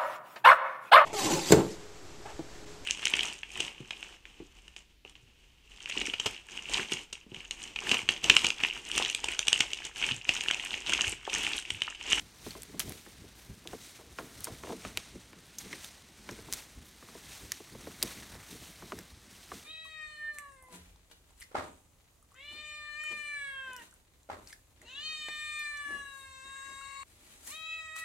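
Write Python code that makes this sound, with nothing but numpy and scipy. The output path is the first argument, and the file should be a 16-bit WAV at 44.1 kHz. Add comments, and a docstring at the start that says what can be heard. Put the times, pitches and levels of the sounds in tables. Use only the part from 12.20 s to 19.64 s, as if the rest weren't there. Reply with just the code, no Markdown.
"""Pasture at the edge of a wood: cattle browse on felled leafy trees, in light air.
Foliage swishes under each tug (coloured noise and ringing leaf grains), stalks tick as they tear.
Hooves shuffle on turf (noise in timed swells); limbs knock dully and dry twigs snap (bursts into resonances).
The wood returns a faint tail of knocks and snaps. Both channels are the same."""
import sys
import numpy as np
from scipy import signal
from scipy.fft import rfft, irfft, next_fast_len
from scipy.io import wavfile

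SR = 44100
rng = np.random.default_rng(int(sys.argv[2]) if len(sys.argv) > 2 else 0)


def master_out(mix):
    """Clip the mix to full scale and print it as 16-bit PCM to the path in sys.argv[1]."""
    frames = np.transpose(np.atleast_2d(mix))
    ceiling = np.clip(frames, -1, 1)
    pcm = np.round(ceiling * 32767).astype(np.int16)
    wavfile.write(sys.argv[1], SR, pcm)


N = 328104


def from_db(db):
    """Decibels to gain."""
    return 10 ** (np.asarray(db) / 20)


def rms_one(x):
    """Scale to unit rms."""
    return x / np.sqrt(np.mean(x ** 2) + 1e-20)


def unit_energy(x):
    """Scale to the energy of one unit click."""
    return x / np.sqrt(np.sum(x ** 2))


def with_level(x, db, seconds):
    """Give a blow the energy of a sound of that level and length."""
    return x * from_db(db) * np.sqrt(seconds * SR / np.sum(x ** 2))


def add(out, start_s, sound):
    """Mix a sound in at its start time."""
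    start = max(round(start_s * SR), 0)
    out[start:start + len(sound)] += sound[:N - start]


def gain_at(spectrum, hz):
    """Gain of a spectrum, joined on a log-frequency axis."""
    points_hz, level_db = np.transpose(spectrum)
    return from_db(np.interp(np.log(hz + 1), np.log(points_hz), level_db))


def colour(x, spectrum):
    """Causal (minimum-phase) filter with the given spectrum, by folding the cepstrum."""
    size = 2 * next_fast_len(len(x))
    bins_hz = np.arange(size // 2 + 1) * SR / size
    cepstrum = irfft(np.log(gain_at(spectrum, bins_hz)))
    cepstrum[1:size // 2] *= 2
    cepstrum[size // 2 + 1:] = 0
    response = np.exp(rfft(cepstrum))
    return irfft(rfft(x, size) * response)[:len(x)]


def lowpass(x, order, hz):
    """Butterworth low-pass, corner held below SR / 3."""
    return signal.sosfilt(signal.butter(order, min(hz, SR / 3), fs=SR, output="sos"), x)


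def resonate(x, hz, q):
    """One resonance, hz / q wide."""
    r = np.exp(-np.pi * hz / q / SR)
    return signal.lfilter([1, 0, -1], [1, -2 * r * np.cos(2 * np.pi * hz / SR), r * r], x)


def drift(rate_hz):
    """Smooth chance of unit rms, heading for a new random value rate_hz times a second."""
    knots = rng.standard_normal(4000)
    return rms_one(np.interp(np.arange(N) / SR * rate_hz, np.arange(len(knots)), knots))


def burst(t, t60_s):
    """Noise that starts at once and dies away."""
    return rng.standard_normal(len(t)) * from_db(-60 * t / t60_s)


def swells(peak_s, rise_s, fall_s, levels_db, floor_db):
    """Level in dB of swells over a floor: each grows until its peak and dies away; powers add."""
    roundness = 1.18  # top of a swell: 1 pointed, 2 bell-shaped
    t = np.arange(0, N, 128)[:, None] / SR
    distance = np.maximum((peak_s - t) / rise_s, (t - peak_s) / fall_s)
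    envelopes = np.exp(-distance ** roundness)
    power = from_db(floor_db) ** 2 + envelopes ** 2 @ from_db(levels_db) ** 2
    return np.interp(np.arange(N) / SR, t[:, 0], 10 * np.log10(power))


def air(gust_db):
    """Light wind: a low rumble and the faint hush of the trees, as noise of drifting level."""
    # wind spectrum: f/Hz, relative level/dB
    air_spectrum = [(20, -38), (35, -17), (52, 2.5), (80, -3.5), (130, -7.5), (250, -13.5), (500, -19),
                    (1000, -19.5), (2000, -17.5), (5000, -20), (16000, -59)]
    level_db = -62 + gust_db * drift(rate_hz=5.7)
    return from_db(level_db) * rms_one(colour(rng.standard_normal(N), air_spectrum))


def pulling():
    """Each tug swells as the spray bends and settles once let go: dB of swish, leaf edges, bough drag."""
    # tugs at sprays: hardest pull t/s, swell/s, settle/s, swish level/dB,
    # crisp leaf edges re swish/dB, bough drag re swish/dB; levels before the layer trims
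    tug_rows = [(-0.004, 0.036, 0.035, -58, -5, -14.5), (0.287, 0.073, 0.12, -51.5, -8.5, -8.5),
                (0.456, 0.034, 0.19, -60.0, -9, -5.0), (0.609, 0.008, 0.024, -44.5, -6, -6),
                (0.674, 0.034, 0.215, -53.0, -6.5, -12), (1.172, 0.013, 0.16, -60.5, -3.5, -5),
                (1.506, 0.026, 0.073, -54, -9, -3.0), (1.651, 0.06, 0.136, -52.5, -10, -10.5),
                (1.984, 0.013, 0.2, -57.5, -5.5, -3), (2.276, 0.19, 0.17, -54.5, -10, -4.5),
                (2.493, 0.076, 0.15, -53.5, -13.0, -7), (2.664, 0.075, 0.106, -53.5, -14.0, -3.0),
                (2.785, 0.026, 0.18, -54, -19, -6), (3.412, 0.036, 0.046, -54, -6, -9),
                (3.56, 0.17, 0.2, -53, -13, -5), (3.657, 0.046, 0.038, -52, -7, -11),
                (4.116, 0.079, 0.28, -56, -11, -2.5), (4.37, 0.068, 0.066, -49, -7.5, -5.5),
                (4.666, 0.012, 0.033, -67, 5, -10.5), (5.152, 0.32, 0.21, -53.0, -8.5, -5.0),
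                (5.344, 0.055, 0.083, -53.0, -12.0, -21), (5.715, 0.26, 0.083, -56, -7.5, -2),
                (5.849, 0.063, 0.24, -49.5, -8, -3.5), (6.155, 0.091, 0.19, -60.5, -7, 3.5),
                (6.326, 0.073, 0.099, -53.0, -7, -12), (6.439, 0.058, 0.121, -56, -7.0, -7),
                (6.768, 0.39, 0.12, -57.5, -7.0, -3.5), (7.126, 0.046, 0.154, -59.5, -9, -8),
                (7.361, 0.16, 0.12, -54.5, -8.5, -7)]
    # the rest of the herd keeps the leaves astir; crisp and drag re the floor
    floor_db, floor_crisp_db, floor_drag_db = -61.5, -11.5, -6
    peak_s, rise_s, fall_s, swish_db, crisp_db, drag_db = np.transpose(tug_rows)
    return (swells(peak_s, rise_s, fall_s, swish_db, floor_db),
            swells(peak_s, rise_s, fall_s, swish_db + crisp_db, floor_db + floor_crisp_db),
            swells(peak_s, rise_s, fall_s, swish_db + drag_db, floor_db + floor_drag_db))


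def leaf_grains(per_s, spread_db, hiss_db):
    """Countless leaves brush into a hiss; single leaves flick out of it, each at one of 12 pitches."""
    sizes = from_db(spread_db * np.minimum(rng.exponential(1, N), 4)) * rng.choice([-1, 1], N)
    flicks = sizes * (rng.random(N) < per_s / SR)
    pitches_hz = np.geomspace(2200, 14000, 12)
    dealt = rng.choice(len(pitches_hz), N, p=pitches_hz / pitches_hz.sum())
    grains = 0
    for k, hz in enumerate(pitches_hz):
        grains = grains + resonate(flicks * (dealt == k) + 1e-18, hz, q=5.5)
    return rms_one(grains) + from_db(hiss_db) * rng.standard_normal(N)


def foliage(pull, flutter_db, swish_trim_db, crisp_trim_db, drag_trim_db):
    """A harder pull makes more leaves touch; the level flutters as the sprays swing."""
    # spectra of swish, crisp leaf edges, bough drag: f/Hz, relative level/dB
    leaf_spectrum = [(500, -23), (1300, -7), (2100, -2.5), (3000, -1.5), (4000, 0.5), (4900, -3),
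                     (6000, 0.5), (7500, -3), (9200, -1.5), (10500, -13), (16000, -33)]
    edge_spectrum = [(5000, -20), (8500, -4), (10400, -2.5), (11800, 1), (14000, -3.5), (16000, -4.5)]
    bough_spectrum = [(200, -17), (600, 2.5), (1200, 0.5), (2000, 0.5), (3500, -23.5), (10000, -36)]
    swish_db, crisp_db, drag_db = pull
    per_s = 4000 * from_db(swish_db - swish_db.mean())
    flutter = from_db(flutter_db * drift(rate_hz=90))
    layers = [(swish_db + swish_trim_db, leaf_spectrum),
              (crisp_db + crisp_trim_db, edge_spectrum),
              (drag_db + drag_trim_db, bough_spectrum)]
    out = 0
    for level_db, spectrum in layers:
        grains = leaf_grains(per_s, spread_db=3.0, hiss_db=5.0) * flutter
        out = out + from_db(level_db) * rms_one(colour(grains, spectrum))
    return out


def leaf_ticks(pull, per_s, spread_db, tick_db):
    """Now and then a leaf stalk tears with a tiny bright tick, more often under a hard pull."""
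    # spectrum of a tearing stalk: f/Hz, relative level/dB
    tick_spectrum = [(800, -27), (3000, 0), (6000, -9), (10000, -2), (16000, -7)]
    swish_db = pull[0]
    torn = rng.random(N) < per_s * from_db(swish_db - swish_db.mean()) / SR
    sizes = from_db(tick_db + spread_db * rng.uniform(-1, 1, N)) * rng.choice([-1, 1], N)
    tear = unit_energy(burst(np.arange(SR // 100) / SR, t60_s=0.008))
    return colour(signal.fftconvolve(torn * sizes, tear)[:N], tick_spectrum)


def stepping():
    """Every hoof presses and releases alike: dB of tread and of rumble."""
    # hooves taking weight: t/s, tread level/dB, deep rumble level/dB; levels before the layer trims
    step_rows = [(0.02, -62.5, -58), (0.28, -58.5, -56.5), (0.38, -59, -56.5), (0.56, -48, -60),
                 (0.68, -48.5, -52.5), (1.0, -57, -56.5), (1.31, -56, -55), (1.54, -53, -55),
                 (1.87, -58.5, -59), (2.04, -49, -67), (2.2, -62, -53.0), (2.31, -56, -53.5),
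                 (2.43, -60, -59.0), (2.5, -49, -64.5), (2.67, -52, -55.5), (2.78, -65, -59),
                 (2.95, -55, -57), (3.19, -57.5, -74), (3.47, -50.5, -60.5), (3.72, -80, -66),
                 (3.96, -64, -60.5), (4.12, -49.5, -67), (4.21, -55.5, -56.5), (4.34, -56.0, -63),
                 (4.59, -62.5, -59), (4.93, -60.0, -68), (5.08, -59, -61.5), (5.24, -55, -58),
                 (5.55, -55, -57), (5.68, -51, -61.0), (5.84, -51.0, -56), (6.0, -53.5, -56.5),
                 (6.17, -60, -54.0), (6.34, -51.5, -64.5), (6.42, -57, -60.5), (6.64, -56, -55.5),
                 (6.78, -54, -60.5), (6.94, -73, -58.5), (7.11, -70, -78), (7.34, -57.5, -67.5)]
    press_s, release_s = 0.046, 0.068
    tread_floor_db, rumble_floor_db = -66, -72.5  # far cattle shifting their weight
    peak_s, tread_db, rumble_db = np.transpose(step_rows)
    return (swells(peak_s, press_s, release_s, tread_db, tread_floor_db),
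            swells(peak_s, press_s, release_s, rumble_db, rumble_floor_db))


def shuffling(lumps_db, tread_trim_db, rumble_trim_db):
    """Hooves and flanks press on soft turf: an uneven low murmur over a deep rumble."""
    # spectra of turf and rumble: f/Hz, relative level/dB
    turf_spectrum = [(60, -17.5), (130, -2), (200, 1.5), (320, -2), (460, -6), (530, -16), (750, -19),
                     (2000, -36), (8000, -72)]
    rumble_spectrum = [(20, -21), (38, -7), (54, 1), (100, -1.5), (150, -8), (300, -21), (2000, -81)]
    tread_db, rumble_db = stepping()
    lumps = from_db(lumps_db * drift(rate_hz=40))
    murmur = rms_one(colour(rng.standard_normal(N) * lumps, turf_spectrum))
    deep = rms_one(colour(rng.standard_normal(N) * lumps, rumble_spectrum))
    return from_db(tread_db + tread_trim_db) * murmur + from_db(rumble_db + rumble_trim_db) * deep


def strike(t, t60_s, click_db):
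    """A single sharp click leading a burst of fine debris; click_db weighs one against the other."""
    return unit_energy(burst(t, t60_s)) + from_db(click_db) * (t == 0) * rng.choice([-1, 1])


def stick(shake, hz, q, ratio, other_db):
    """A piece of wood rings at its pitch and, more weakly, at one other bending mode."""
    other = resonate(shake, min(ratio * hz, SR / 3), q)
    return resonate(shake, hz, q) + from_db(other_db) * other


def thud(t, pitch_hz, t60_s, swell_cycles, low_linger, mode_q, focus_db):
    """The limb's modes, strongest near the blow's pitch; low ones build up later and last longer."""
    # low modes of a heavy limb: f/Hz, level before focus/dB
    limb_modes = [(90, -7), (130, 0.5), (185, 0.5), (240, -1), (275, -4), (325, -1.5), (368, -0.5),
                  (415, 0), (460, 1), (560, -7.5), (650, 2.5), (800, -10.5), (980, 5.5)]
    out = 0
    for hz, level_db in limb_modes:
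        build_up = 1 - np.exp(-t * hz / swell_cycles)
        shake = burst(t, t60_s * (pitch_hz / hz) ** low_linger) * build_up
        mode = resonate(resonate(shake, hz, mode_q), hz, q=0.96)
        off_pitch_octaves = np.log2(hz / pitch_hz)
        out = out + rms_one(mode) * from_db(level_db - focus_db * off_pitch_octaves ** 2)
    return out


def knocks(clack_t60_s, clack_width_hz, scuff_db, thud_trim_db, clack_trim_db):
    """Limbs knock on trunks and under hooves: the bark clacks, the heavy limb sounds its low thud."""
    # knocks: t/s, thud level/dB, clack level/dB, clack f/Hz, thud f/Hz, t60 of scuff and of thud at its f/s;
    # levels before the trims
    knock_rows = [(0.265, -43, -50, 740, 290, 0.074), (0.352, -48, -49.5, 1010, 366, 0.17),
                  (0.543, -47, -61, 755, 257, 0.045), (0.68, -52, -63, 2300, 270, 0.1),
                  (0.705, -48.5, -53, 750, 305, 0.39), (0.864, -53, -54.5, 1350, 287, 0.11),
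                  (1.039, -54, -69, 810, 250, 0.14), (1.453, -49, -59, 910, 320, 0.21),
                  (1.532, -42, -46.5, 730, 424, 0.066), (1.79, -53, -60, 745, 480, 0.31),
                  (1.9866, -41.5, -37, 1280, 540, 0.15), (2.271, -42.5, -42.5, 1030, 454, 0.2),
                  (2.436, -45.5, -42.5, 920, 450, 0.18), (2.472, -47, -47, 750, 380, 0.12),
                  (2.492, -40, -48, 755, 365, 0.19), (2.505, -53, -45, 870, 360, 0.17),
                  (2.523, -40, -44, 764, 350, 0.095), (2.65, -45, -39, 1000, 268, 0.053),
                  (2.773, -50, -47, 1700, 450, 0.048), (2.953, -47.5, -71, 2450, 240, 0.13),
                  (3.131, -57.5, -54, 1730, 310, 0.16), (3.459, -53.5, -59, 2050, 288, 0.051),
                  (3.529, -48.5, -38.5, 1970, 318, 0.075), (4.0905, -49.5, -41, 1540, 310, 0.056),
                  (4.188, -51, -61, 2230, 340, 0.05), (4.286, -52, -52.5, 884, 340, 0.22),
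                  (4.826, -56.5, -53.5, 1140, 300, 0.077), (4.887, -59, -54, 1130, 310, 0.084),
                  (4.951, -49.5, -68, 750, 380, 0.055), (5.319, -69, -41.5, 1850, 360, 0.14),
                  (5.403, -49.5, -66, 1960, 380, 0.048), (5.55, -49.5, -54.5, 780, 290, 0.05),
                  (5.67, -43.5, -51, 900, 288, 0.07), (5.82, -60, -48, 2100, 340, 0.05),
                  (5.828, -41.5, -41.5, 1060, 343, 0.13), (5.86, -57, -66, 2330, 270, 0.12),
                  (6.025, -62, -51.5, 1560, 290, 0.12), (6.151, -54, -55, 900, 350, 0.049),
                  (6.623, -48.5, -49.5, 1100, 266, 0.12), (6.721, -42.5, -39, 1180, 384, 0.085),
                  (6.787, -52, -51, 1670, 260, 0.068), (7.318, -46, -41.5, 1200, 438, 0.088)]
    out, t = np.zeros(N), np.arange(SR // 4) / SR
    for start_s, thud_db, clack_db, clack_hz, thud_hz, t60_s in knock_rows:
        scuff = from_db(scuff_db) * unit_energy(burst(t, t60_s))
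        shake = strike(t, clack_t60_s, click_db=-3) + scuff
        # all clacks ring about equally long, so the high ones are the most clearly pitched
        clack = stick(shake, clack_hz, clack_hz / clack_width_hz, ratio=0.62, other_db=-13.0)
        clack = lowpass(clack, order=2, hz=3.9 * clack_hz)
        body = thud(t, thud_hz, t60_s, swell_cycles=0.037, low_linger=0.83, mode_q=7.5, focus_db=6.5)
        knock = with_level(clack, clack_db + clack_trim_db, seconds=0.0094)
        add(out, start_s, knock + with_level(body, thud_db + thud_trim_db, seconds=0.024))
    return out


def snaps(crack_t60_s, tail_t60_s, tail_trim_db, ring_trim_db, crack_trim_db):
    """A dry fibre parts in a sharp crack, splinters fizz on after it, and the twig rings briefly."""
    # breaking wood fibres: t/s, twig ring level/dB, twig f/Hz, ring Q, crack level/dB,
    # splinter tail re debris burst/dB; levels before the trims
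    snap_rows = [(0.3075, -40.5, 4240, 6.9, -52, 7), (0.421, -42, 7900, 5, -51, -5),
                 (0.4326, -42, 9200, 3.7, -41, -7), (0.5948, -31, 11200, 5, -25.5, 2),
                 (0.5987, -43, 5400, 5, -30, 4), (0.6024, -33.5, 3170, 4.9, -30, -3),
                 (0.606, -45, 5640, 5, -33, -6), (0.6947, -40, 11400, 5, -43, -7),
                 (0.722, -47, 2100, 9.5, -39, -5), (1.474, -37, 3540, 3, -51, -4),
                 (2.2063, -44, 11060, 5, -48, -13), (2.2389, -45, 11840, 5, -53, -1),
                 (2.2437, -30.5, 9600, 2.6, -40, 2), (2.2512, -46, 8940, 5, -36.5, 5),
                 (2.7735, -25.5, 2500, 3.5, -32, -3), (3.385, -33.5, 6500, 9, -52, 10),
                 (3.6449, -42, 3760, 6, -38.5, -3), (4.111, -46, 5660, 18, -55, -2),
                 (4.3262, -33.5, 6300, 3.4, -29, 0), (4.3355, -31.5, 6130, 2.9, -29, -6),
                 (4.342, -41, 8770, 8, -44, -9), (5.3198, -27.5, 5950, 3.9, -53, -7),
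                 (5.8267, -25.5, 4430, 5.4, -37, -16), (5.828, -27.5, 11600, 4.3, -22, -9),
                 (5.8335, -46, 6730, 5, -29.5, -10), (5.8627, -50, 6800, 5, -46, -10),
                 (6.7892, -45, 5310, 4.5, -40.5, -5)]
    # spectrum of a parting fibre: f/Hz, relative level/dB
    crack_spectrum = [(400, -9.5), (1200, -4), (2300, -0.5), (3300, -1), (4400, 1), (7000, 0.5), (9000, 1),
                      (12000, -2.5), (14000, -5.5), (16000, -12)]
    out, t = np.zeros(N), np.arange(SR // 16) / SR
    for start_s, ring_db, hz, q, crack_db, tail_db in snap_rows:
        splinters = from_db(tail_db + tail_trim_db) * unit_energy(burst(t, tail_t60_s))
        shake = strike(t, crack_t60_s, click_db=1.0) + splinters
        ring = stick(shake, hz, q, ratio=1.69, other_db=-12.5)
        crack = colour(strike(t, crack_t60_s, click_db=-9) + splinters, crack_spectrum)
        snap = with_level(ring, ring_db + ring_trim_db, seconds=0.0033)
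        add(out, start_s, snap + with_level(crack, crack_db + crack_trim_db, seconds=0.002))
    return out


def wood_edge(x, t60_s, wet_db, dull_hz):
    """Trunks and crowns scatter back a faint, dull tail."""
    t = np.arange(SR) / SR
    echoes = burst(t, t60_s) * (1 - np.exp(-t / 0.063))
    echoes = lowpass(unit_energy(echoes), order=1, hz=dull_hz)
    return x + from_db(wet_db) * signal.fftconvolve(x, echoes)[:N]


def scene():
    """All sources, the same in both channels; only knocks and snaps get the wood's tail."""
    wind = air(gust_db=1.0)
    pull = pulling()
    leaves = foliage(pull, flutter_db=1.38, swish_trim_db=0.5, crisp_trim_db=2.5, drag_trim_db=0)
    ticks = leaf_ticks(pull, per_s=42, spread_db=4, tick_db=-34.5)
    ground = shuffling(lumps_db=2.5, tread_trim_db=0.5, rumble_trim_db=3)
    limbs = knocks(clack_t60_s=0.03, clack_width_hz=360, scuff_db=-9.5, thud_trim_db=0.0, clack_trim_db=0.5)
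    twigs = snaps(crack_t60_s=0.0081, tail_t60_s=0.03, tail_trim_db=-1.5, ring_trim_db=0.0,
                  crack_trim_db=-1.5)
    wood = wood_edge(limbs + twigs, t60_s=0.9, wet_db=-20.5, dull_hz=4000)
    mono = wind + leaves + ticks + ground + wood
    return np.array([mono, mono])


def record(dry):
    """Steep elliptic low-pass: the top is cut."""
    cutoff_hz, ripple_db, stop_db = 15850, 0.2, 70
    return signal.sosfilt(signal.ellip(10, ripple_db, stop_db, cutoff_hz, fs=SR, output="sos"), dry)


dry = scene()
out = record(dry)
master_out(out)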